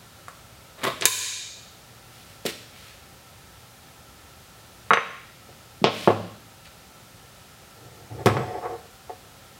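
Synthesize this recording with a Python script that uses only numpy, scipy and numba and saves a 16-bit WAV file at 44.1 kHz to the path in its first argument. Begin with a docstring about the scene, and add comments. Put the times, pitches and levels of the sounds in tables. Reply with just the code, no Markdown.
"""Gearbox teardown on a wooden workbench

A man takes a small gearbox apart over shop hiss and a far fan. A steel part grates, snaps free and
later clatters onto the bench; the housing is knocked down; a drum is dragged off its shaft.
Blows ring steel and wood modes; stick-slip makes the rubs and the scuffs of soles and clothes.
The hard room rings after each blow; a limiter ducks the peaks and lets the tail swell back."""
import sys
import numpy as np
from scipy import signal
from scipy.fft import rfft, irfft
from scipy.io import wavfile
from scipy.ndimage import uniform_filter1d, minimum_filter1d
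from numba import njit

SR = 44100
rng = np.random.default_rng(int(sys.argv[2]) if len(sys.argv) > 2 else 0)


def pcm_store(signal):
    """Save signal as 16-bit PCM."""
    levels = np.round(np.clip(np.atleast_2d(signal), -1, 1) * 32767)
    wavfile.write(sys.argv[1], SR, levels.astype(np.int16).T)


N = 422919

# Spectra. Each row: frequency in Hz, gain in dB.
AIR_EQ = [(15, -59), (25, -54), (44, -7), (80, -1), (141, -4.5), (180, -5.5), (317, -13.5), (354, -11),
          (416, -12), (775, -11.5), (1130, -16), (1330, -15), (2000, -17), (3720, -17.5), (16000, -26.5)]
HOUSING_EQ = [(60, -38), (450, -9.5), (750, -20.5), (1300, -16), (1750, -7), (3000, -9.5), (4400, -7),
              (5400, -8), (7000, -7.5), (8600, -5.5), (11000, -6), (13000, -13), (14600, -21),
              (16000, -5.5)]
PART_EQ = [(60, -40), (110, -18), (200, -7), (340, -16), (470, 1.5), (620, -0.5), (850, -3), (1200, 4),
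           (1550, 1), (1900, 1), (2900, -4.5), (4300, -18), (7000, -27.5), (15000, -46)]
GRATE_EQ = [(59, -43), (100, -15), (337, -5.5), (570, -4.5), (660, 4), (764, -25), (831, -10.5),
            (1210, -1.5), (1490, -10.5), (2270, -9), (2750, -15), (3680, -11.5), (5960, -28), (15000, -31)]
WOOD_EQ = [(45, -22), (80, -11), (110, -2.5), (200, 2.5), (280, 2), (400, 0.5), (600, 1.5), (900, -3.5),
           (1200, -2.5), (1600, -5), (2500, -8.5), (5000, -30), (15000, -53)]
CLICK_EQ = [(60, -26), (500, 6), (1600, -6), (3200, 3.5), (4300, -2.5), (5300, 0), (6200, -4.5),
            (11000, -8), (15500, -14)]
SCUFF_EQ = [(50, -43), (200, -6), (600, -17), (1200, -6), (2300, 3), (4000, 0.5), (6000, -6), (10000, -8.5),
            (15500, -12.5)]
DRUM_EQ = [(120, -62), (200, -31), (324, 0), (369, -4), (457, 4.5), (598, -3.5), (710, -2.5), (917, -7.5),
           (1180, -13), (1450, -21), (1920, -16), (2590, -34), (6000, -39.5), (7800, -56), (13200, -120)]
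RUMBLE_EQ = [(35, -28), (62, 0), (105, 10), (190, -10), (300, 0), (700, -59)]
RASP_EQ = [(500, -36), (900, 16), (1200, 6), (1500, -7), (2000, -2), (2700, -22), (9000, -35)]
# Body modes. Each row: frequency in Hz, gain over the excitation in dB, T60 in seconds.
HOUSING_RING = [(1004, 20.5, 0.1), (1640, -3.5, 0.012), (2390, 2.5, 0.017), (3060, 1, 0.033),
                (3600, -3, .015), (3700, 1.5, 0.016), (4570, -7, 0.012), (6720, 1, 0.0066),
                (7440, 3.5, 0.012), (11100, -9, 0.0068), (14000, 7.5, 0.0067)]
PART_RING = [(1165, -8, 0.031), (1215, -10, 0.074), (1350, -7, .04), (3810, 15, 0.044), (6100, 25.5, 0.13),
             (8086, 18, 0.19), (8700, 20, 0.21), (10930, 24, 0.27), (14460, 18, 0.18)]
BENCH_RING = [(64, 22, 0.79), (105, 24.5, 0.55), (176, 6.5, 0.051), (248, -7, 0.29), (336, 6.5, 0.12),
              (454, 4, 0.34), (578, 5.5, 0.18), (737, -8, 0.19), (800, -11, 0.44), (1154, 1.5, 0.092)]
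DRUM_RING = [(462, -13, 0.093), (736, 6, .12), (820, -4, 0.033), (880, -4, .1), (5216, 26.5, 0.25),
             (7800, 41, .5)]
# Fan tones. Each row: centre in Hz, width in Hz, level in dB.
FAN_TONES = [(113.5, 19, -62), (544, 34, -68), (778, 16, -68), (1330, 126, -61.5), (1783, 61, -71.5)]
# Steel contacts. Each row: start in seconds, level in dB, hardness as a low-pass in Hz, ring in dB.
HOUSING_HITS = [(.2825, -50, 12000, 3), (.8392, -30.5, 14000, -10), (1.0105, -28, 8900, -17),
                (1.0222, -16, 4000, -14), (1.0548, 5, 19300, 7.5)]
PART_HITS = [(.2825, -41, 1830, 12), (4.9066, -16.5, 1860, 14), (4.9122, -11, 1490, 1),
             (4.9345, -9, 16000, -6), (4.9722, -13, 2590, -3)]
DRUM_HITS = [(8.261, -18, 16000, -1), (9.095, -40.5, 4050, 8.5), (9.103, -39.5, 3000, -2.5)]
# Pulls on the tight part. Each row: start in seconds, length in seconds, level in dB.
GRATE_PULLS = [(0.774, 0.064, -41.5), (0.826, 0.059, -24), (0.888, 0.031, -37.5), (1.017, 0.041, -33.5)]
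# Bench knocks. Each row: start in seconds, wood level in dB, hardness in Hz, low cut in Hz,
# ring in dB, metal click level in dB, click hardness in Hz.
BENCH_HITS = [(.845, -24.5, 2600, 280, -19, -44, 3000), (1.011, -30.5, 398, 200, -8, -55, 3000),
              (1.054, -7, 104, 40, -13.5, -55, 3000), (2.4526, -17, 486, 290, -16, -37, 10000),
              (5.49, -42, 700, 150, -16, -59, 3000), (5.8162, -18.5, 232, 200, -3, -63, 2000),
              (5.8421, -6, 1080, 205, -12, -10, 4250), (6.075, -6, 1070, 200, -5.5, -12, 1830),
              (8.2599, -12.5, 1050, 39.6, -11, -23.5, 18000), (8.2700, -13, 2540, 35, -13, -26, 3980),
              (8.3685, -22.5, 2160, 70, -4.5, -37, 4500)]
# Body shifts. Each row: start in seconds, length in seconds, level in dB, brightness in dB.
SCUFF_MOVES = [(2.05, .28, -57.5, 5), (2.454, 0.011, -29.5, 3.5), (2.46, 0.041, -33.5, -0.5),
               (2.694, 0.21, -49.5, -4), (5.866, 0.2, -35.5, -5.5), (6.644, 0.029, -48, -15)]
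# Pulls on the drum. Each row: start and length in seconds, then rub, rumble and rasp levels in dB.
DRUM_PULLS = [(7.748, 0.3, -56.5, -54.5, -72), (8.082, 0.11, -45, -41.5, -60),
              (8.18, 0.03, -34.5, -40, -45), (8.248, 0.19, -31, -33.5, -41), (8.448, 0.14, -34.5, -64, -54),
              (8.611, 0.052, -31.5, -52, -33.5), (8.676, 0.063, -36, -51, -65)]
# Workshop decay. Each row: frequency in Hz, T60 in seconds.
ROOM_DECAY = [(100, 0.94), (300, 0.52), (900, 0.48), (2200, 0.73), (4500, 0.89), (7500, 0.72), (11000, 0.5),
              (15000, 0.41)]


def amp(db):
    """Decibels to gain."""
    return 10 ** (np.asarray(db) / 20)


def unit(x):
    """Scale to rms 1."""
    return x / np.sqrt(np.mean(x ** 2) + 1e-20)


def read(points, hz):
    """Interpolate on a log-frequency axis."""
    points_hz, values = np.transpose(points)
    return np.interp(np.log(hz + 1), np.log(points_hz + 1), values)


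def add(mix, start_s, sound):
    """Mix in place."""
    part = mix[round(start_s * SR):][:len(sound)]
    part += sound[:len(part)]


def cut(x, hz, kind="low", order=2):
    """Gentle low-pass or high-pass."""
    return signal.sosfilt(signal.butter(order, min(hz, .49 * SR), kind, fs=SR, output="sos"), x)


def colour(x, eq, size=4096):
    """Minimum-phase EQ: nothing sounds before a blow."""
    log_gain = np.log(amp(read(eq, abs(np.fft.fftfreq(size, 1 / SR)))))
    taps = np.fft.ifft(np.exp(np.conj(signal.hilbert(log_gain)))).real
    return signal.oaconvolve(x, taps[:size // 2])[:len(x)]


def whiten(x):
    """Flatten the spectrum, keep the timing."""
    z = rfft(x, 2 * len(x))
    return irfft(z / (abs(z) + 1e-12))[:len(x)]


def ring(x, modes, ring_db=0):
    """Excitation plus the damped modes it drives."""
    t = np.arange(SR // 2) / SR
    out = x.copy()
    for hz, db, t60_s in modes:
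        decay = amp(-60 * t / t60_s)
        mode = 2 * decay / decay.sum() * np.cos(2 * np.pi * hz * t)
        out += amp(db + ring_db) * signal.oaconvolve(x, mode)[:len(x)]
    return out


def blow(eq, decay_s, scatter):
    """Contact pulse plus dense, dying vibration; energy of 10 ms at rms 1."""
    t = np.arange(SR // 2) / SR
    decay = amp(-60 * t / decay_s)
    shiver = rng.standard_normal(len(t)) * decay
    shiver *= scatter / np.linalg.norm(shiver)
    shiver[0] += 1  # the pulse
    sound = colour(whiten(shiver) * np.sqrt(decay), eq)
    return sound / np.linalg.norm(sound) * np.sqrt(SR / 100)


def steel_hits(rows, eq, modes, decay_s, scatter):
    """Blows on steel; softer contact, less treble."""
    out = np.zeros(N)
    for start_s, db, hard_hz, ring_db in rows:
        hit = ring(blow(eq, decay_s, scatter), modes, ring_db)
        add(out, start_s, amp(db) * cut(hit, hard_hz, order=3))
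    return out


def slips(per_s, spread_db):
    """Stick-slip: random jerks of uneven size."""
    size = amp(spread_db * np.minimum(rng.exponential(1, N), 3))
    return size * rng.choice([-1, 1], N) * (rng.random(N) < per_s / SR)


def stroke(start_s, length_s, attack_s, release_s):
    """Gain of one rub: rise, hold, decay."""
    t = np.arange(N) / SR - start_s
    return np.clip(t / attack_s, 0, 1) * np.exp(-np.clip((t - length_s) / release_s, 0, 20))


def shop_air(hiss_db=-49.5):
    """Steady hiss plus a far fan's narrow noise bands."""
    hz = np.fft.rfftfreq(N, 1 / SR)
    white = rfft(rng.standard_normal(N))
    fan = sum(amp(db) * unit(irfft(white / (1 + (2 * (hz - centre_hz) / width_hz) ** 2), N))
              for centre_hz, width_hz, db in FAN_TONES)
    return amp(hiss_db) * unit(colour(rng.standard_normal(N), AIR_EQ)) + fan


def housing_snaps():
    """Steel snaps against the hand-damped housing."""
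    return steel_hits(HOUSING_HITS, HOUSING_EQ, HOUSING_RING, decay_s=0.039, scatter=9.0)


def part_clatter():
    """The small part taps the housing, later bounces on the bench."""
    return steel_hits(PART_HITS, PART_EQ, PART_RING, decay_s=0.058, scatter=1.85)


def part_grating():
    """The tight part judders out of its seat."""
    level = sum(amp(db) * stroke(start_s, length_s, attack_s=0.013, release_s=0.0065)
                for start_s, length_s, db in GRATE_PULLS)
    return level * unit(colour(slips(per_s=900, spread_db=-1.5), GRATE_EQ))


def knock(db, hard_hz, low_hz, ring_db, click_db, click_hz):
    """One contact: the wooden top thuds and rings, the metal clicks."""
    wood = ring(blow(WOOD_EQ, decay_s=0.082, scatter=1.34), BENCH_RING, ring_db)
    thud = cut(cut(wood, hard_hz, order=3), low_hz, "high")
    click = cut(blow(CLICK_EQ, decay_s=0.14, scatter=1.9), click_hz, order=3)
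    return amp(db) * thud + amp(click_db) * click


def bench_knocks(rebound_s=.0285):
    """A knocked part rocks back once, weaker and duller."""
    out = np.zeros(N)
    for start_s, db, *contact in BENCH_HITS:
        add(out, start_s, knock(db, *contact))
        rebound = cut(knock(db, *contact), hz=4530)
        rebound_db = -3.5 + 0.57 * db  # light knocks rebound less
        add(out, start_s + rebound_s, amp(rebound_db) * rebound)
    return out


def scuffing():
    """Soles and clothes slide on grit and fibres; shorter scuffs have sharper edges."""
    grit = unit(colour(slips(per_s=7200, spread_db=6.5), SCUFF_EQ))
    dull = cut(grit, 5500, order=1)
    out = np.zeros(N)
    for start_s, length_s, db, bright_db in SCUFF_MOVES:
        level = amp(db) * stroke(start_s, length_s, attack_s=.4 * length_s, release_s=.31 * length_s)
        out += level * (dull + amp(bright_db) * (grit - dull))
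    return out


def drum_drag():
    """The drum rubs up its shaft, rings hollowly and shakes the bench while it grips."""
    jerks = slips(per_s=1100, spread_db=1.0)
    rub = unit(ring(colour(jerks, DRUM_EQ), DRUM_RING))
    rumble = unit(colour(jerks, RUMBLE_EQ))
    rasp = unit(colour(jerks, RASP_EQ))
    out = np.zeros(N)
    for start_s, length_s, rub_db, rumble_db, rasp_db in DRUM_PULLS:
        pull = stroke(start_s, length_s, attack_s=.04, release_s=0.015)
        out += pull * (amp(rub_db) * rub + amp(rumble_db) * rumble + amp(rasp_db) * rasp)
    return out


def drum_grazes():
    """The drum strikes the shaft breaking loose, grazes it lifting clear."""
    return steel_hits(DRUM_HITS, DRUM_EQ, DRUM_RING, decay_s=0.028, scatter=1.9)


def early_echoes(x, t60_s=0.171, delay_s=0.0015, per_s=1200):
    """Reflections off bench top, back board and tools."""
    t = np.arange(SR // 4) / SR
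    echoes = rng.choice([-1, 1], len(t)) * (rng.random(len(t)) < per_s / SR)
    taps = whiten(echoes * amp(-60 * t / t60_s))
    taps = cut(taps * (t > delay_s), 3500, order=1)
    return signal.oaconvolve(x, taps)[:N]


def room_tail(x, build_s=0.0039):
    """Diffuse workshop reverb; each band decays at its own rate."""
    hz, t, noise = signal.stft(rng.standard_normal(SR), SR, nperseg=256)
    tail = signal.istft(noise * amp(-60 * t / read(ROOM_DECAY, hz)[:, None]), SR)[1]
    tail *= 1 - np.exp(-np.arange(len(tail)) / SR / build_s)
    return signal.oaconvolve(x, tail / np.linalg.norm(tail))[:N]


def scene():
    """Mono mix: direct sound, echo and tail sends, shop air."""
    snaps = housing_snaps()
    clatter = part_clatter()
    knocks = bench_knocks() + drum_grazes()
    rubs = part_grating() + drum_drag() + scuffing()
    direct = snaps + clatter + knocks + amp(-0.5) * rubs
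    early = early_echoes(amp(-1.5) * snaps + amp(-3) * clatter + amp(-2) * knocks + amp(-4.5) * rubs)
    late = room_tail(amp(-6.5) * snaps + amp(-9.5) * (clatter + knocks) + amp(-8) * rubs)
    return (direct + early + late + shop_air())[None]


@njit
def follow(over_db, attack, release):
    """Gain reduction in dB: rises fast, lingers, relaxes."""
    out, peak, held = np.zeros(len(over_db)), 0., 0.
    for i in range(len(over_db)):
        peak += (over_db[i] - peak) * (attack if over_db[i] > peak else release)
        held = max(peak, held + (peak - held) * release)
        out[i] = held
    return out


def record(dry, threshold_db=-2, attack_s=0.0013, release_s=0.099, edge_hz=15950):
    """Limiter ducks peaks and what follows; then clip and band limit."""
    over_db = np.maximum(20 * np.log10(abs(dry[0]) + 1e-9) - threshold_db, 0)
    peaks_db = -minimum_filter1d(-over_db, size=96)
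    duck_db = uniform_filter1d(follow(peaks_db, 1 / (attack_s * SR), 1 / (release_s * SR)), size=32)
    limited = np.clip(dry * amp(-duck_db), -1, 1)
    low_pass = signal.firwin(511, edge_hz, window=("kaiser", 8), fs=SR)
    return signal.oaconvolve(limited, low_pass[None], "same")


dry = scene()
out = record(dry)
pcm_store(out)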